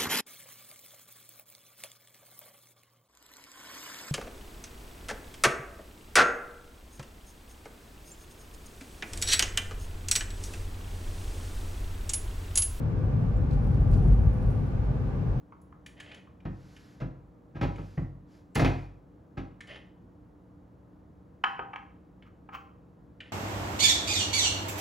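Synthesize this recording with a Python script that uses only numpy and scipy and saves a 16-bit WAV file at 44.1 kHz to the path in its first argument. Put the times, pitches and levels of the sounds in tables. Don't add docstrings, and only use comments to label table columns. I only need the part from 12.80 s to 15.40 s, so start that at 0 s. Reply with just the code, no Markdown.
import sys
import numpy as np
from scipy import signal
from scipy.fft import rfft, irfft
from scipy.io import wavfile
from scipy.ndimage import uniform_filter1d

SR = 44100
rng = np.random.default_rng(int(sys.argv[2]) if len(sys.argv) > 2 else 0)


def transcribe(signal):
    frames = np.atleast_2d(signal).T
    limited = np.clip(frames, -1, 1)
    pcm = np.round(limited * 32767).astype(np.int16)
    wavfile.write(sys.argv[1], SR, pcm)


N = 114660


def undb(db):
    return 10 ** (np.asarray(db) / 20)


def unit(x):
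    return x / np.sqrt(np.mean(x ** 2))


def noise(gain):
    phase = 2 * np.pi * rng.random(len(gain))
    return unit(irfft(gain * np.exp(1j * phase), N))


def over_log_hz(points):
    hz, db = np.array(points).T
    f = np.maximum(np.fft.rfftfreq(N, 1 / SR), 1)
    return np.interp(np.log(f), np.log(hz), db)


def coloured(points):
    f = np.maximum(np.fft.rfftfreq(N, 1 / SR), 1)
    last_hz = points[-1][0]
    rolloff = np.hypot(1, (f / last_hz) ** 2)
    return noise(undb(over_log_hz(points)) / rolloff)


def pair(points):
    return np.array([coloured(points), coloured(points)])


def wide(common, difference):
    return np.array([common + difference, common - difference])


def walk(rate_hz):
    hold = int(SR / rate_hz)
    steps = np.repeat(rng.standard_normal(N // hold + 1), hold)
    return unit(uniform_filter1d(uniform_filter1d(steps, hold), hold)[:N])


def bursts(t, rows, rise_s, fall_s):
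    total = 0
    for start_s, db in rows:
        rise = np.clip((t - start_s) / rise_s, 0, 1)
        fall = np.exp(-np.maximum(t - start_s - rise_s, 0) / fall_s)
        total = total + undb(db) * rise * fall
    return total


def ring(age, hz, t60_s, rise_s):
    push = 1 - np.exp(-(age / rise_s) ** 2)
    decay = np.exp(-np.log(1000) * age / t60_s)
    return push * decay * np.sin(2 * np.pi * hz * age)


# [f/Hz, level/dB per Hz, relative]
BOOM_SPECTRUM = [(18, -40), (28, -18), (36, -3), (45, -2), (52, 2), (61, -8), (80, -14), (130, -35)]
RUMBLE_SPECTRUM = [(40, -21.5), (66, -8), (80, -5.5), (97, 2), (125, -1), (150, -3), (166, -8), (220, -15),
                   (300, -24.5), (500, -30.5), (1000, -55), (2500, -79)]
RUMBLE_SIDE_SPECTRUM = [(20, -34), (40, -7.5), (52, -6), (78, -3), (94, 4), (116, -13), (146, 0),
                        (170, -9.5), (250, -1), (320, -12.5), (700, -32.5), (2500, -69)]
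BOOM_DB, RUMBLE_DB, RUMBLE_SIDE_DB = -27.5, -26.5, -40.5


def rumble(shake, boom):
    cabin_boom = undb(BOOM_DB) * boom * coloured(BOOM_SPECTRUM)
    body = undb(RUMBLE_DB) * shake * coloured(RUMBLE_SPECTRUM)
    side = undb(RUMBLE_SIDE_DB) * shake * coloured(RUMBLE_SIDE_SPECTRUM)
    return wide(cabin_boom + body, side)


# [f/Hz, level/dB per Hz, relative]
TYRE_SPECTRUM = [(60, -13), (180, -1), (255, 6), (310, -4), (420, -1), (560, -5.5), (650, -10.5), (800, -9),
                 (980, -15), (1200, -16.5), (1330, -20), (1530, -19), (1950, -27), (2400, -28), (3200, -37),
                 (6000, -65), (16000, -76.5)]
TYRE_SIDE_SPECTRUM = [(60, -3), (200, -10.5), (255, 7.5), (310, -3.5), (480, -3.5), (800, -6), (1000, -9.5),
                      (1200, -11.5), (1550, -14), (2000, -23), (3000, -29.5), (6000, -54.5), (16000, -65)]
# [f/Hz, half-width at half amplitude/Hz, rms level/dB]
TREAD_RESONANCES = [(504, 5.2, -54.5), (790.6, 25, -62.5), (1168, 25, -62.5), (1475, 40, -69)]
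TYRE_DB, TYRE_SIDE_DB = -40.5, -45
TYRE_SHAKE_EXPONENT = .047


def tyre_roar(shake):
    f = np.fft.rfftfreq(N, 1 / SR)
    resonances = 0
    for hz, width_hz, db in TREAD_RESONANCES:
        resonances = resonances + undb(db) * noise(1 / (1 + ((f - hz) / width_hz) ** 2))
    common = undb(TYRE_DB) * coloured(TYRE_SPECTRUM) + resonances
    side = undb(TYRE_SIDE_DB) * coloured(TYRE_SIDE_SPECTRUM)
    return shake ** TYRE_SHAKE_EXPONENT * wide(common, side)


# [f/Hz, level/dB per Hz, relative]
AIR_SPECTRUM = [(1000, -1.5), (2500, 4.5), (4200, 3), (6200, -2.5), (8000, -8), (9700, -12), (11500, -24),
                (14000, -23.5), (16000, -28.5)]
AIR_DB = -66.5


def air():
    return undb(AIR_DB) * pair(AIR_SPECTRUM)


# [t/s, level/dB before flicker]
CHATTER_LEVELS = [(0, -82), (.65, -81), (.9, -77), (1.08, -77), (1.17, -72), (1.4, -75), (1.75, -75),
                  (1.86, -81), (2.2, -83), (2.6, -84)]
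# [t/s, level/dB]
TICK_EVENTS = [(.838, -70), (.866, -66), (.942, -70), (1.002, -68), (1.111, -62), (1.164, -67),
               (1.225, -70), (1.274, -66), (1.42, -72), (1.532, -70), (1.672, -74), (1.703, -67),
               (1.866, -74)]
# [f/Hz, level/dB per Hz, relative]
TICK_SPECTRUM = [(2000, -8), (4500, -6.5), (6000, -4.5), (8000, -11), (9800, 1), (10800, -4),
                 (11800, -10.5), (15000, -8.5)]
CHATTER_FLICKER_DB, CHATTER_FLICKER_HZ = 2, 110
TICK_RISE_S, TICK_FALL_S = .002, .017


def chatter_and_ticks(t):
    chatter_db = np.interp(t, *np.array(CHATTER_LEVELS).T)
    chatter = undb(chatter_db + CHATTER_FLICKER_DB * walk(CHATTER_FLICKER_HZ))
    ticks = bursts(t, TICK_EVENTS, TICK_RISE_S, TICK_FALL_S)
    return np.hypot(ticks, chatter) * wide(coloured(TICK_SPECTRUM), .55 * coloured(TICK_SPECTRUM))


WHINE_HZ, WHINE_DB = 14520, -85


def whine(t):
    phase = 2 * np.pi * WHINE_HZ * t
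    return np.sqrt(2) * undb(WHINE_DB) * np.array([np.sin(phase), np.cos(phase)])


# [t/s, thud level/dB, deep boom level/dB]
BUMP_EVENTS = [(.344, -16, -28), (.374, -16, -28), (.497, -17, -17), (.598, -14, -17), (.718, -14, -20),
               (.824, -11, -22), (.880, -8.5, -15), (.936, -9, -24), (.982, -15, -9), (1.060, -6, -22),
               (1.099, -6, -8), (1.173, -6.5, -9), (1.249, -10, -15), (1.274, -13, -8), (1.297, -18, -5),
               (1.357, -16, -14), (1.447, -17, -15), (1.638, -20, -9.5)]
# [nominal f/Hz, t60/s, level/dB re thud]
CABIN_MODES = [(98, .11, -5), (122, .1, -6), (205, .04, -15)]
THUD_RISE_S = .0058
DEEP_HZ, DEEP_T60_S, DEEP_RISE_S = 51, .16, .015
BUMP_DETUNE = .03


def bumps(t):
    out = 0
    detunes = 1 + BUMP_DETUNE * rng.standard_normal((len(BUMP_EVENTS), 2))
    for (start_s, thud_db, deep_db), (thud_detune, deep_detune) in zip(BUMP_EVENTS, detunes):
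        age = np.maximum(t - start_s, 0)
        thud = 0
        for hz, t60_s, db in CABIN_MODES:
            thud = thud + undb(db) * ring(age, hz * thud_detune, t60_s, THUD_RISE_S)
        deep = ring(age, DEEP_HZ * deep_detune, DEEP_T60_S, DEEP_RISE_S)
        out = out + undb(thud_db) * thud + undb(deep_db) * deep
    return out


SQUEAK_S, SQUEAK_LENGTH_S, SQUEAK_DB = .574, .0013, -61
SQUEAK_HZ, SQUEAK_FALL_HZ_PER_S = 7550, 150000


def squeak(t):
    age = t - SQUEAK_S
    envelope = np.exp(-(age / SQUEAK_LENGTH_S) ** 2)
    phase = 2 * np.pi * age * (SQUEAK_HZ - SQUEAK_FALL_HZ_PER_S * age / 2)
    return undb(SQUEAK_DB) * envelope * np.sin(phase)


# [t/s, level/dB before grain]
RUSTLE_EVENTS = [(.702, -60.5), (.724, -66), (.897, -68), (.932, -68), (1.124, -56.5), (1.170, -64.5),
                 (1.31, -65.5)]
# [f/Hz, level/dB per Hz, relative]
RUSTLE_SPECTRUM = [(1200, -8.5), (2600, 0), (3500, -1.5), (4500, 1.5), (5600, -6), (7800, -7),
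                   (10500, -11.5), (15000, -19)]
RUSTLE_RISE_S, RUSTLE_FALL_S = .011, .024
RUSTLE_GRAIN_DB, RUSTLE_GRAIN_HZ = 1.8, 220


def rustles(t):
    envelope = bursts(t, RUSTLE_EVENTS, RUSTLE_RISE_S, RUSTLE_FALL_S)
    grain = undb(RUSTLE_GRAIN_DB * walk(RUSTLE_GRAIN_HZ))
    return envelope * grain * pair(RUSTLE_SPECTRUM)


# [f/Hz, level/dB per Hz, relative]
PATCH_SPECTRUM = [(120, -11), (250, 2.5), (400, 0), (550, -8), (780, -8.5), (1100, -27), (2500, -35.5)]
PATCH_START_S, PATCH_END_S, PATCH_RISE_S, PATCH_FALL_S = 1.05, 1.29, .029, .035
PATCH_DB = -42


def patch_growl(t):
    rise = np.clip((t - PATCH_START_S) / PATCH_RISE_S, 0, 1)
    fall = np.exp(-np.maximum(t - PATCH_END_S, 0) / PATCH_FALL_S)
    growl = wide(coloured(PATCH_SPECTRUM), .6 * coloured(PATCH_SPECTRUM))
    return undb(PATCH_DB) * rise * fall * growl


# [f/Hz, level/dB]
LEFT_LEAN = [(60, 0.2), (88, 6), (125, -0.5), (155, 5.5), (240, -0.5), (310, 3), (450, -2), (620, 2),
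             (1100, 0), (2200, -2), (4000, 1), (7000, 3), (10000, -0.5)]


def lean(x):
    side_db = over_log_hz(LEFT_LEAN)
    return irfft(rfft(x) * undb(np.array([side_db, -side_db]) / 2), N)


# [t/s, body drone gain/dB, deep cabin boom gain/dB]
ROAD_ROUGHNESS = [(0, -2, -9), (.18, -1.5, -3), (.35, .5, -1), (.55, -1.5, -.5), (.76, .5, 1), (.93, 2, 1),
                  (1.13, 3.5, 3), (1.31, 3, 3), (1.48, 1.5, 2), (1.58, -2, 0), (1.72, 0, -1.5),
                  (1.86, -3, -5), (2.2, -2.5, -5.5), (2.42, -2, -2), (2.6, -2.5, -8)]


def scene():
    t = np.arange(N) / SR
    times_s, shake_db, boom_db = np.array(ROAD_ROUGHNESS).T
    shake = undb(np.interp(t, times_s, shake_db))
    boom = undb(np.interp(t, times_s, boom_db))
    road = rumble(shake, boom) + tyre_roar(shake) + bumps(t) + patch_growl(t)
    trim = chatter_and_ticks(t) + squeak(t) + rustles(t)
    return lean(road + air() + trim + whine(t))


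LOW_CUT_HZ, TOP_HZ = 29, 15700


def record(dry):
    low_cut = signal.butter(5, LOW_CUT_HZ, "high", fs=SR, output="sos")
    top_cut = signal.ellip(8, .2, 70, TOP_HZ, fs=SR, output="sos")
    return signal.sosfilt(top_cut, signal.sosfilt(low_cut, dry))


dry = scene()
out = record(dry)
transcribe(out)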